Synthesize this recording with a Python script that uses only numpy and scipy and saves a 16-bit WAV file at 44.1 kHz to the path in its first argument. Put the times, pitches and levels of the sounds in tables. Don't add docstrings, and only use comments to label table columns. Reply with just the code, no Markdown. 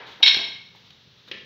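import sys
import numpy as np
from scipy import signal
from scipy.fft import rfft, irfft
from scipy.io import wavfile
from scipy.ndimage import uniform_filter1d, minimum_filter1d

SR = 44100
rng = np.random.default_rng(int(sys.argv[2]) if len(sys.argv) > 2 else 0)


def log_audio(samples):
    frames = np.atleast_2d(samples).T
    limited = np.clip(frames, -1, 1)
    pcm = np.round(limited * 32767).astype(np.int16)
    wavfile.write(sys.argv[1], SR, pcm)


N = 63945
T = np.arange(N) / SR


def amp(db):
    return 10 ** (np.asarray(db) / 20)


def curve_at(points, hz):
    f, value = np.transpose(points)
    return np.interp(np.log(hz + 1), np.log(f + 1), value)


def add(mix, start_s, sound):
    part = mix[max(round(start_s * SR), 0):][:len(sound)]
    part += sound[:len(part)]


def colour(x, spectrum):
    gain = amp(curve_at(spectrum, abs(np.fft.fftfreq(4096, 1 / SR))))
    response = np.exp(np.conj(signal.hilbert(np.log(gain))))
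    taps = np.fft.ifft(response).real[:2048]
    return signal.fftconvolve(x, taps / np.linalg.norm(taps))[:N]


def envelope(rise_s, t60_s):
    return np.minimum(T / rise_s, 1) * np.exp(-np.log(1000) * np.maximum(T - rise_s, 0) / t60_s)


def burst(db, rise_s, t60_s):
    return amp(db) * envelope(rise_s, t60_s) * rng.standard_normal(N)


def blows(events, spectrum, rise_s):
    out = np.zeros(N)
    for start_s, db, t60_s in events:
        add(out, start_s, burst(db, rise_s, t60_s))
    return colour(out, spectrum)


def ring(modes, rise_s, waver_hz=0, waver_step_s=0.00688):
    out = np.zeros(SR)
    for hz, db, t60_s in modes:
        waver = np.interp(T[:SR] / waver_step_s, np.arange(400), rng.standard_normal(400))
        phase = 2 * np.pi * np.cumsum(hz + waver_hz * waver) / SR
        out += amp(db) * envelope(rise_s, t60_s)[:SR] * np.sin(phase)
    return out


# f/Hz, density/dB
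WORKSHOP_SPECTRUM = [(25, -22), (50, -12.5), (130, 0), (200, -4.5), (290, -15.5), (420, -12), (660, -20.5),
                     (1600, -17), (2400, -17.5), (3700, -8.5), (4800, -18), (5800, -21.5), (7600, -45),
                     (9500, -67.5), (12000, -45), (16000, -40)]
# f/Hz, density/dB
ECHO_SPECTRUM = [(30, -28), (120, -19), (430, -2.5), (650, -8), (950, -0.5), (1250, -7), (1600, -2.5),
                 (2700, -9), (3900, -11.5), (5900, -34), (8000, -64)]
def background():
    steady = colour(amp(-55.5) * rng.standard_normal(N), WORKSHOP_SPECTRUM)
    echo = colour(burst(db=-40.5, rise_s=1 / SR, t60_s=0.96), ECHO_SPECTRUM)
    return steady + echo


# t/s, level/dB, rise/s, t60/s
SCUFFS = [(.06, -46.5, 0.012, 0.56), (.105, -49, .012, 0.17), (.745, -55.5, 0.013, 0.86),
          (.857, -55.5, .003, 0.39), (0.9023, -44, 0.0042, 0.026), (1.17, -59.5, 0.021, 0.37),
          (1.265, -46, 0.024, 0.02)]
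# f/Hz, density/dB
SCUFF_SPECTRUM = [(200, -5), (1500, -7), (2300, -1.5), (3800, 7.5), (4800, -5.5), (6500, -13), (9000, -45),
                  (14000, -25), (16000, -37)]
def shoe_scuffs():
    out = np.zeros(N)
    for start_s, db, rise_s, t60_s in SCUFFS:
        add(out, start_s, burst(db, rise_s, t60_s))
    return colour(out, SCUFF_SPECTRUM)


# t/s, level/dB, t60/s
TICKS = [(.2, -64, 0.033), (.3675, -46.5, 0.027), (.755, -64, 0.06), (1.281, -66, .12)]
# f/Hz, density/dB
TICK_SPECTRUM = [(1000, 5), (6000, -2), (9000, -17), (11000, -8), (14000, 0), (16000, -4)]
def grit_ticks():
    return blows(TICKS, TICK_SPECTRUM, rise_s=0.0024)


# t/s, level/dB, t60/s
THUDS = [(.201, -39, 0.12), (.228, -37, .1), (.264, -35.5, .06), (.3455, -33.5, .04), (.3675, -32.5, 0.028),
         (.389, -39, 0.15), (.473, -50.5, .06), (.747, -51, 0.064)]
# f/Hz, density/dB
THUD_SPECTRUM = [(30, -31.5), (120, -8.5), (280, -3.5), (520, -4), (950, 0), (1400, -12), (3000, -20.5),
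                 (7000, -50)]
def floor_thuds():
    return blows(THUDS, THUD_SPECTRUM, rise_s=0.0016)


# t/s, level/dB, clatter offset/dB
TOOL_CONTACTS = [(.2242, -33, 5.5), (.2280, -9, 1.5), (.2312, -4, -7.5), (.2455, -28, 6), (.2615, -13, 3),
                 (.2700, -7.5, -4.5), (.2770, -7, 1), (0.31, -22.5, -4), (.3310, -30, -9),
                 (.3425, -23.5, 8), (.3728, -32.5, 9.5), (.4390, -25.5, -3.5)]
# f/Hz, level/dB, t60/s
TOOL_MODES = [(916, -38.5, 0.26), (1548, -34.5, 0.17), (2156, -23.5, 0.46), (2213, -14.5, 0.27),
              (2247, -21, 0.39), (2612, -22, 0.084), (3090, -34, 0.075), (3277, -8.5, 0.063),
              (3750, -7.5, 0.1), (3769, -1.5, 0.042), (4255, -26, 0.086), (5365, -21, 0.36),
              (5440, -20, 0.2)]
# f/Hz, density/dB
CLATTER_SPECTRUM = [(100, -42), (700, -33.5), (1000, -16), (1300, -26.5), (1600, -8.5), (1950, -12),
                    (2650, -2.5), (3250, 0.5), (3550, -3), (4150, 4.5), (4600, -7), (5150, -15.5),
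                    (5800, -12.5), (6300, -32.5), (7100, -31.5), (9000, -68.5), (12000, -56), (16000, -53)]
def dropped_tool(rise_s=0.0009, clatter_trim_db=-0.5):
    steel = ring(TOOL_MODES, rise_s, waver_hz=22.5)
    tone, clatter = np.zeros(N), np.zeros(N)
    for start_s, db, offset_db in TOOL_CONTACTS:
        add(tone, start_s, amp(db) * steel)
        add(clatter, start_s, burst(db + offset_db + clatter_trim_db, rise_s, t60_s=0.054))
    return tone, colour(clatter, CLATTER_SPECTRUM)


# t/s, level/dB, t60/s
BUMPS = [(1.276, -48.5, 0.15), (1.315, -46, 0.21), (1.37, -56.5, 0.52)]
# f/Hz, density/dB
TYRE_SPECTRUM = [(40, -24), (130, -11.5), (200, 5.5), (300, -8), (400, -1), (470, 3), (545, -1.5),
                 (800, -29.5), (1000, -9), (2000, -9.5), (8000, -71)]
def tyre_bumps():
    return blows(BUMPS, TYRE_SPECTRUM, rise_s=0.002)


# t/s, level/dB, t60/s
LEVER_CONTACTS = [(1.3137, -23, 0.028), (1.3194, -32, .05)]
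# f/Hz, density/dB
CRACK_SPECTRUM = [(100, -32.5), (500, -9.5), (1400, -26.5), (1900, -3), (2400, -2), (3150, 1.5),
                  (4200, -7.5), (5200, -18), (6300, -30), (8500, -65), (15000, -47)]
# f/Hz, level/dB, t60/s
RIM_MODES = [(439.3, -30, .5), (1765, -24, 0.57), (1970, -23, 0.37), (2205, -16, .4), (2610, -24, .4),
             (3070, -27, .4), (4630, -27, 0.45)]
def lever_knock(rise_s=0.00028, rim_trim_db=-3.5):
    rim, tone = ring(RIM_MODES, rise_s), np.zeros(N)
    for start_s, db, _ in LEVER_CONTACTS:
        add(tone, start_s, amp(db + rim_trim_db) * rim)
    return tone + blows(LEVER_CONTACTS, CRACK_SPECTRUM, rise_s)


# f/Hz, t60/s
SHED_DECAY = [(150, 0.75), (600, 0.63), (2000, 0.72), (4000, 0.57), (8000, 0.63)]
def shed_reverb(x, delay_s=0.0042, build_s=0.013):
    hz, t, bands = signal.stft(rng.choice([-1., 1.], N), SR, nperseg=256)
    decay = np.exp(-np.log(1000) * t / curve_at(SHED_DECAY, hz)[:, None])
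    tail = signal.istft(bands * decay, SR)[1][:N]
    tail *= np.clip((T - delay_s) / build_s, 0, 1)
    return signal.fftconvolve(x, tail / np.linalg.norm(tail))[:N]


# f/Hz, side level/dB
WIDTH = [(700, -55.5), (1100, -36.5), (1700, -15), (2500, -18.5), (4000, -32.5), (12000, -28)]
# f/Hz, side re mid/dB
LEFT_LEAN = [(800, -54.5), (1200, -37), (1600, -20), (2200, -18.5), (4000, -33)]
def scene(swing_hz=17):
    tone, clatter = dropped_tool()
    # signal, reverb send/dB
    sources = [(tone, -6), (clatter, -5), (floor_thuds(), -4), (tyre_bumps(), -2.5),
               (grit_ticks(), -6.5), (lever_knock(), -3), (shoe_scuffs(), -6)]
    direct = sum(x for x, _ in sources)
    send = sum(amp(send_db) * x for x, send_db in sources)
    swing = 2 * np.pi * swing_hz * T
    reflections = shed_reverb(send * np.cos(swing)) + shed_reverb(send * np.sin(swing))
    mid = direct + reflections + background()
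    ambience = shed_reverb(send) + background()
    hz = np.fft.rfftfreq(2 * N, 1 / SR)
    width = rfft(ambience, 2 * N) * amp(curve_at(WIDTH, hz))
    lean = rfft(mid, 2 * N) * amp(curve_at(LEFT_LEAN, hz))
    side = irfft(width + lean)[:N]
    return np.array([mid + side, mid - side])


def record(dry, low_cut_hz=58, ceiling=0.96, band_limit_hz=15800):
    thin = signal.sosfilt(signal.butter(2, low_cut_hz, "high", fs=SR, output="sos"), dry)
    gain = np.minimum(1, ceiling / (abs(thin).max(0) + 1e-9))
    gain = uniform_filter1d(minimum_filter1d(gain, size=121), size=121)
    lowpass = signal.firwin(511, band_limit_hz, window=("kaiser", 9), fs=SR)
    return signal.oaconvolve(thin * gain, lowpass[None], "same")


dry = scene()
out = record(dry)
log_audio(out)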